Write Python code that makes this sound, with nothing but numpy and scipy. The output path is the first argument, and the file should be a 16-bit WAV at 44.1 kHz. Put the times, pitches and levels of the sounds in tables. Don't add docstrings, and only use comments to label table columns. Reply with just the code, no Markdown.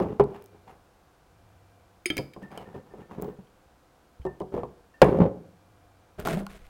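import sys
import numpy as np
from scipy import signal
from scipy.fft import rfft, irfft, next_fast_len
from scipy.io import wavfile
from scipy.ndimage import map_coordinates

SR = 44100
rng = np.random.default_rng(int(sys.argv[2]) if len(sys.argv) > 2 else 0)


def unload_audio(sound):
    columns = np.transpose(np.atleast_2d(sound))
    steps = np.round(np.clip(columns, -1, 1) * 32767)
    wavfile.write(sys.argv[1], SR, steps.astype(np.int16))


N = 295161
T = np.arange(SR) / SR


def amp(db):
    return 10 ** (np.asarray(db) / 20)


def unit(x):
    return x / np.sqrt(np.mean(x ** 2) + 1e-20)


def along(points, hz):
    f, value = np.transpose(points)
    return np.interp(np.log(hz + 1), np.log(f + 1), value)


def wobble(rate):
    knots = rng.standard_normal(int(N * rate / SR) + 4)
    return map_coordinates(knots, [np.arange(N) * rate / SR])


def filtered(x, response):
    size = next_fast_len(len(x) + SR // 4)
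    spectrum = rfft(x, size) * response(np.fft.rfftfreq(size, 1 / SR))
    return irfft(spectrum, size)[:len(x)]


def coloured(x, spectrum):
    return unit(filtered(x, lambda hz: amp(along(spectrum, hz))))


def soften(x, hz, order):
    low_pass = signal.butter(order, min(hz, SR / 2 - 1), fs=SR, output="sos")
    return signal.sosfilt(low_pass, x)


def add(track, s, sound):
    part = track[max(round(s * SR), 0):][:len(sound)]
    part += sound[:len(part)]


def swells(rows, rise_s, fall_s):
    t = np.arange(N) / SR
    gains = np.zeros((len(rows[0]) - 2, N))
    for s, length, *db in rows:
        fade_in = np.clip((t - s) / rise_s, 0, 1)
        fade_out = amp(-20 * np.maximum(t - s - length, 0) / fall_s)
        gains = np.maximum(gains, amp(db)[:, None] * fade_in * fade_out)
    return gains


def ring(modes, scatter_db):
    hz, db, t60 = np.transpose(modes)[:, :, None]
    t = T[:SR // 2]
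    level = db + scatter_db * rng.standard_normal(db.shape)
    sign = np.cos(np.pi * np.arange(len(hz)))[:, None]
    partials = sign * amp(level - 60 * t / t60) * np.sin(2 * np.pi * hz * t)
    return np.pad(partials.sum(0), (0, SR - len(t)))


def dying_noise(spectrum, decay):
    hz, t, bands = signal.stft(rng.standard_normal(SR), SR, nperseg=256)
    bands = bands * amp(-60 * t / along(decay, hz)[:, None])
    fading = signal.istft(bands, SR, nperseg=256)[1][:SR]
    return coloured(fading, spectrum) / np.sqrt(SR)


def crack(t60):
    return rng.standard_normal(SR) * amp(-60 * T / t60)


def friction(spectrum, rate, smooth, t60):
    slips = (rng.random(N) < rate / SR) * rng.standard_normal(N)
    energy = signal.fftconvolve(slips ** 2, amp(-60 * T / t60) ** 2)[:N]
    bursts = unit(np.sqrt(np.abs(energy)) * rng.standard_normal(N))
    return coloured(bursts + smooth * rng.standard_normal(N), spectrum)


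# (f/Hz, t60/s)
KITCHEN = [(60, 0.49), (400, 0.58), (1000, 0.37), (3000, 0.22), (10000, 0.32)]
# (f/Hz, relative level/dB)
ECHO = [(60, -9.5), (400, -3.5), (1500, -1.5), (5000, -6), (15000, -3.5)]


def in_kitchen(x, wet_db):
    tail = dying_noise(ECHO, KITCHEN) * (1 - np.exp(-T / 0.0092))
    return x + amp(wet_db) * signal.fftconvolve(x, tail)[:len(x)]


# (f/Hz, relative level/dB)
AIR = [(12, -25), (20, -10), (68, -2.5), (101, -13), (127, -8), (255, -13.5), (293, -8.5), (446, -15.5),
       (485, -7), (590, -15), (718, -10), (873, -14.5), (1610, -18.5), (1760, -24), (16000, -39)]
AIR_DB = -61
# (f/Hz, level before the swells/dB)
HUM = [(98, -68), (180, -79.5), (700, -77), (2370, -87)]
# (t/s, length/s, gain/dB)
HUM_SWELLS = [(0, 0.67, 7), (1.25, 0.67, 7), (5.3, 0.8, 5.5)]
HUM_RISE_S, HUM_FALL_S, HUM_REST_DB = 0.14, 0.38, -10.5


def background():
    t = np.arange(N) / SR
    swell, = swells(HUM_SWELLS, HUM_RISE_S, HUM_FALL_S)
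    hum = np.zeros(N)
    for hz, db in HUM:
        hum += amp(db + 2.5 * wobble(4.1)) * np.sin(2 * np.pi * hz * t + wobble(31))
    air = amp(AIR_DB) * coloured(rng.standard_normal(N), AIR)
    return np.maximum(swell, amp(HUM_REST_DB)) * hum + air


# (t/s, length/s, rub level/dB, skin hiss level/dB, sway level/dB)
GRIP = [(6.178, 0.023, -38.5, -49.5, -33), (6.247, 0.083, -28, -41, -49), (6.33, 0.064, -31.5, -49.5, -41),
        (6.485, 0.077, -57, -55.5, -51), (6.58, 0.1, -66, -65.5, -51)]
GRIP_RISE_S, GRIP_FALL_S = 0.014, .07
# (f/Hz, relative level/dB)
CASE = [(50, -14), (100, -8.5), (180, 3.5), (290, -6), (400, 0.5), (520, -6.5), (640, 0.5), (800, -11),
        (1000, -14.5), (1500, -18), (2500, -38), (6000, -50.5)]
# (f/Hz, relative level/dB)
SKIN = [(600, -9), (1400, 4), (2300, 2.5), (3500, -2.5), (5500, -11), (9000, -10), (15000, -17)]
# (t/s, level/dB, f/Hz)
SHELL = [(6.269, -34, 163.6), (6.317, -23.5, 167.8), (6.356, -23, 197.6)]


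def handling():
    rub_gain, hiss_gain, sway_gain = swells(GRIP, GRIP_RISE_S, GRIP_FALL_S)
    rub = rub_gain * friction(CASE, rate=520, smooth=0.39, t60=0.046)
    hiss = hiss_gain * amp(1.5 * wobble(90)) * friction(SKIN, rate=1900, smooth=0.522, t60=0.0014)
    sway_tone = [(10, -8.0), (30, 0.0), (80, -13.5), (200, -29), (800, -95.0)]  # f/Hz, relative level/dB
    sway = sway_gain * coloured(rng.standard_normal(N), sway_tone)
    drone = np.zeros(N)
    for s, db, hz in SHELL:
        envelope = amp(db - 60 * T / 0.36) * (1 - np.exp(-T / 0.011))
        add(drone, s, envelope * np.sin(2 * np.pi * hz * T))
    return rub + hiss + sway + drone


# (t/s, level/dB, brightness/dB per octave, relative plastic level/dB)
CLICKS = [(.24, -36.5, -7, -17), (0.423, -39, -1.5, -38), (.442, -48, 9, -24), (.460, -41, 1, -28),
          (3.216, -43.5, 7.5, -34), (3.223, -37, 10.5, -25), (5.188, -38.5, -6.5, -27), (6.2, -24, -3, -21),
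          (6.252, -23, -6, -27), (6.273, -19.5, 0, -4), (6.286, -24, -10, -9), (6.4663, -27, -7, -11)]


def clicks():
    out = np.zeros(N)
    for s, db, bright_db, plastic_db in CLICKS:
        tick = filtered(crack(t60=0.0053), lambda hz: amp(bright_db * np.log2((hz + 800) / 6000)))
        plastic_modes = [(826, 2, 0.03), (1074, 2.4, 0.029), (1424, 4.1, 0.023)]  # f/Hz, level/dB, t60/s
        plastic = ring(plastic_modes, scatter_db=1.0)
        add(out, s, amp(db) * (.5 * tick + amp(plastic_db) * plastic))
    return in_kitchen(out, wet_db=-12.0)


# (f/Hz, relative level/dB, t60/s)
STOVE = [(1272, -1.5, .2), (1525, 2, 0.11), (1794, -1, 0.17), (1770, -4, 0.52), (1930, 13, 0.1),
         (2437, -13.5, 0.17), (2460, -1, 0.17), (2758, 0, 0.26), (3100, -9, 0.15), (3515, -1, 0.13),
         (4970, 0, 0.076), (4640, -32.5, .15), (7010, -16, 0.285)]
# (t/s, level/dB)
SHAKES = [(0.2093, -44.5), (5.0173, -18.5), (5.225, -52)]


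def stove():
    rattle_tone = [(700, -23), (1600, 9.5), (3000, 3.5), (5000, -10.0), (8000, -50.5), (16000, -31.5)]
    rattle_decay = [(1500, 0.083), (5000, 0.037), (12000, 0.085)]  # f/Hz, t60/s
    out = np.zeros(N)
    for s, db in SHAKES:
        rattle = amp(25.0) * dying_noise(rattle_tone, rattle_decay)
        clear = amp(-25) * ring(STOVE, scatter_db=0.0)
        add(out, s, amp(db) * (clear + rattle))
    return in_kitchen(out, wet_db=-12.5)


# (t/s, level/dB, focus f/Hz, boost there/dB, tilt/dB per octave,
# relative crack level/dB, ring length/share of t60)
CLINKS = [(2.0575, -22.5, 2230, 2.5, 3.5, -9.5, 0.94), (2.1016, -26.5, 3330, 26, -13.5, -1, 1.2),
          (2.1682, -30.5, 9900, -6, 0, 13, 0.42), (2.1787, -29, 4660, 14.5, -6, 10, 1.3),
          (2.335, -45, 2280, -8.5, -6, 2, 1.2), (2.515, -53.5, 3200, 10, -1, 3, 0.6),
          (2.575, -46.5, 2980, 24, 3.5, 17, 0.55), (3.470, -63, 3180, 18, -1, -15, 0.27),
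          (4.217, -65, 2970, 22, -1, 5, 0.96), (4.401, -54, 2920, 27.5, 1, 13, 0.3)]
# (f/Hz, relative level/dB, t60/s)
POT = [(1282, -34, .35), (1345, -27, .12), (1700, -15, .045), (2230, 11, .016), (2300, -24, .4),
       (2365, 4, .024), (2620, -24, .17), (2966, -25, .17), (3165, -11, .06), (3544, -30, .18),
       (3695, -29, .16), (4445, -32, .26), (4590, -20, .06), (4870, -31, .25), (4925, -32, .42),
       (4968, -9, .05), (5120, -25, .22), (6540, -12, .02), (7040, -27, .06), (8180, -23, .05),
       (8405, -17, .05), (8928, -20, .05), (9356, -15, .065), (9535, -22, .07), (10975, -19, .045)]
# (f/Hz, relative level/dB)
WALL = [(1200, -4.5), (2200, 5), (3000, -7.5), (3900, -5), (4900, -6), (5600, -26), (6500, -4), (7500, -39),
        (9400, -14), (12000, -19), (16000, -8)]


def clinks():
    out = np.zeros(N)
    hz, level, t60 = np.transpose(POT)
    wall_decay = [(2000, 0.044), (6000, 0.04), (14000, 0.028)]  # f/Hz, t60/s
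    thin_wall = signal.butter(3, 1350, "high", fs=SR, output="sos")
    for s, db, focus_hz, boost_db, tilt_db, crack_db, length in CLINKS:
        focus = boost_db * np.exp(-(np.log2(hz / focus_hz) / 0.13) ** 2)
        tilt = tilt_db * np.log2(hz / 2500)
        metal = ring(np.transpose([hz, level + focus + tilt, t60 * length]), scatter_db=1.2)
        shimmer = amp(18.5) * dying_noise(WALL, wall_decay)
        snap = amp(crack_db - 3.0) * soften(crack(t60=0.013), hz=9060, order=1)
        clink = (1.015 * metal + shimmer + snap) * (1 - np.exp(-T / 0.00098))
        radiated = signal.sosfilt(thin_wall, clink)
        add(out, s, in_kitchen(amp(db) * radiated, wet_db=-12.5))
    return out


# (t/s, level/dB)
PINGS = [(2.43, -44.5), (2.656, -51), (2.742, -49.5), (2.906, -54), (3.024, -54), (3.303, -57),
         (4.266, -42), (4.591, -61), (4.939, -48)]
# (f/Hz, relative level/dB, t60/s)
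GLASS = [(1785, -3, .16), (1835, -7, .13), (1740, -9, .1), (2740, -15, .07)]


def pings():
    out = np.zeros(N)
    for s, db in PINGS:
        note = ring(GLASS, scatter_db=1.5)
        add(out, s, amp(db) * note * (1 - np.exp(-T / 0.0035)))
    return in_kitchen(out, wet_db=-8.5)


# (t/s, length/s, rumble level/dB, grit level/dB)
SLIDE = [(0, 0.03, -22.5, -45), (.05, 0.073, -32, -53), (.265, 0.072, -48, -58), (.33, 0.033, -55.5, -47.5),
         (.515, 0.034, -54.5, -64.5), (.665, 0.034, -50, -49), (2.405, 0.048, -50, -55),
         (2.5, 0.058, -45.5, -51), (2.565, 0.062, -46.5, -49.5), (2.645, 0.13, -51.5, -59),
         (2.73, 0.041, -40.5, -52.5), (2.85, 0.12, -54, -63), (2.96, 0.061, -46, -56),
         (3.09, 0.062, -45.5, -53), (3.17, .115, -37, -54.5), (4.515, 0.072, -37, -50),
         (5.018, 0.078, -21.5, -45), (5.08, .11, -27, -47.5), (5.195, 0.026, -15, -52.5)]
SLIDE_RISE_S, SLIDE_FALL_S = 0.017, 0.065
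# (f/Hz, relative level/dB)
ROLL = [(25, -23), (60, 3), (120, 2), (185, 9.5), (270, 0.5), (420, 4.5), (560, -1), (650, -9), (780, -9),
        (1050, -15.5), (1400, -23.5), (3000, -41), (8000, -64.5)]
# (f/Hz, relative level/dB)
GRIT = [(350, -14.5), (800, 13), (1200, 3.5), (1800, -4.5), (2800, -8.5), (4500, -20.5), (8000, -26.5),
        (16000, -27.5)]


def slide():
    rumble_gain, grit_gain = swells(SLIDE, SLIDE_RISE_S, SLIDE_FALL_S)
    rumble = rumble_gain * amp(1.2 * wobble(37)) * friction(ROLL, rate=650, smooth=0.12, t60=0.022)
    grit = grit_gain * amp(1.2 * wobble(47)) * friction(GRIT, rate=1100, smooth=0.66, t60=0.0066)
    singing = amp(-44) * signal.fftconvolve(grit, ring(GLASS, scatter_db=7.0))[:N]
    return in_kitchen(rumble + grit + singing, wet_db=-11.5)


# (f/Hz, relative level/dB, t60/s)
COUNTER = [(60, -20.5, 0.41), (81.5, -25.5, .2), (138, -13, 0.27), (182, -16.5, .28), (206, -17, 0.3),
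           (256, -21, .22), (284, -21, 0.044), (362.8, -12.5, 0.15), (419.6, -11.5, 0.19),
           (515.7, 0, 0.062), (563.3, -15, 0.04), (669, -16.5, 0.027), (745, -15, 0.18), (918, -13, 0.02),
           (1145, -5, 0.02), (1737, -20, .06)]
# (f/Hz, relative level/dB)
PANELS = [(30, -23.5), (60, -3), (200, -3), (500, 3.5), (1050, 5.5), (1350, -5), (2200, -5.5), (5000, 1.5),
          (16000, -4)]
# (f/Hz, t60/s)
PANEL_DECAY = [(100, 0.32), (500, 0.15), (1500, 0.068), (8000, 0.024)]


def blow(contact_hz, thud_hz, thud_db, tick_db):
    cycles = 0.6 * contact_hz * T
    push = amp(-1 - 7.0 * cycles) * np.sin(2 * np.pi * cycles)
    body = amp(-6.5) * ring(COUNTER, scatter_db=3.5) + amp(21.0) * dying_noise(PANELS, PANEL_DECAY)
    boom = soften(body, contact_hz, order=3)
    thud_envelope = amp(thud_db - 2 - 60 * T / 0.094) * (1 - np.exp(-T / 0.0011))
    thud = thud_envelope * np.sin(2 * np.pi * thud_hz * T)
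    tick = amp(tick_db) * soften(crack(t60=0.013), hz=2800, order=1)
    return in_kitchen(push + boom + thud + tick, wet_db=-15.5)


ROCK_START_S, ROCK_GAP_S, ROCK_SHRINK = 5.079, .067, 0.62
ROCK_DB, ROCK_LOSS_DB, ROCK_COUNT = -20, 1, 6


def rocking():
    out, s = np.zeros(N), ROCK_START_S
    for k in range(ROCK_COUNT):
        contact = blow(contact_hz=760, thud_hz=541, thud_db=0, tick_db=-34.5)
        add(out, s, amp(ROCK_DB - ROCK_LOSS_DB * k) * contact)
        s += ROCK_GAP_S * ROCK_SHRINK ** k
    return out


# (t/s, level/dB, contact cut-off f/Hz, thud f/Hz, relative thud level/dB, # relative tick
# level/dB, rebound delay/s, rebound level relative to the blow/dB); the row at 2.059 s is the pot's dull body
KNOCKS = [(.001, -17, 1194, 393, 2, -16.5, 0.024, -11.5), (0.1976, -9, 1175, 406, 4.5, -24.5, .0074, -7.5),
          (2.059, -45.5, 397, 358, 23.5, -53, .011, -33), (2.103, -23.5, 466, 306, 2.5, -9, 0.018, -40),
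          (2.168, -27.5, 510, 280, -4, -28, .01, -22), (2.188, -20, 660, 315, -12, -13, .01, -7.5),
          (2.364, -31.5, 870, 349, -2, -28, 0.014, -35), (2.4278, -34.5, 463, 200, 1, -9, .01, -7),
          (2.575, -34.5, 1200, 700, -7, -15, 0.016, -18), (2.75, -32.5, 1050, 367, 1, -16, 0.012, -23),
          (2.938, -34, 780, 435, -12, -26, 0.027, -25), (3.2224, -29, 920, 410, 1.5, -12.5, .0225, -4),
          (3.28, -38.5, 650, 427, 13, -30, .012, -22), (3.389, -41.5, 786, 186, 8, -23, 0.0093, -9.5),
          (4.198, -40, 150, 66.4, 7, -45, 0.0146, -5.5), (4.2519, -23, 955, 373.4, 4, -18, 0.013, -2.5),
          (4.406, -24.5, 853, 379.3, 2.5, -23, .012, -.5), (4.541, -18, 710, 369, -5, -32, 0.027, -12.5),
          (4.566, -26, 870, 481, 4, -32, 0.012, 3), (4.6338, -24.5, 1130, 426, -19, -23, 0.0087, -26.5),
          (5.0179, 2.5, 1076, 561, -10.5, -10, 0.026, -19.5), (5.225, -19, 830, 556, 1, -37, 0.029, -3)]


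def knocks():
    out = np.zeros(N)
    for s, db, contact_hz, thud_hz, thud_db, tick_db, rebound_s, rebound_db in KNOCKS:
        add(out, s, amp(db) * blow(contact_hz, thud_hz, thud_db, tick_db))
        add(out, s + rebound_s, amp(db + rebound_db) * blow(contact_hz, thud_hz, thud_db, tick_db))
    return out


def scene():
    surroundings = background() + handling() + clicks() + stove() + clinks()
    jar = pings() + slide() + rocking() + knocks()
    return (surroundings + jar)[None]


TOP_HZ = 16200


def record(dry):
    clipped = np.clip(dry[0], -.71, .71)
    return filtered(clipped, lambda hz: hz < TOP_HZ)[None]


dry = scene()
out = record(dry)
unload_audio(out)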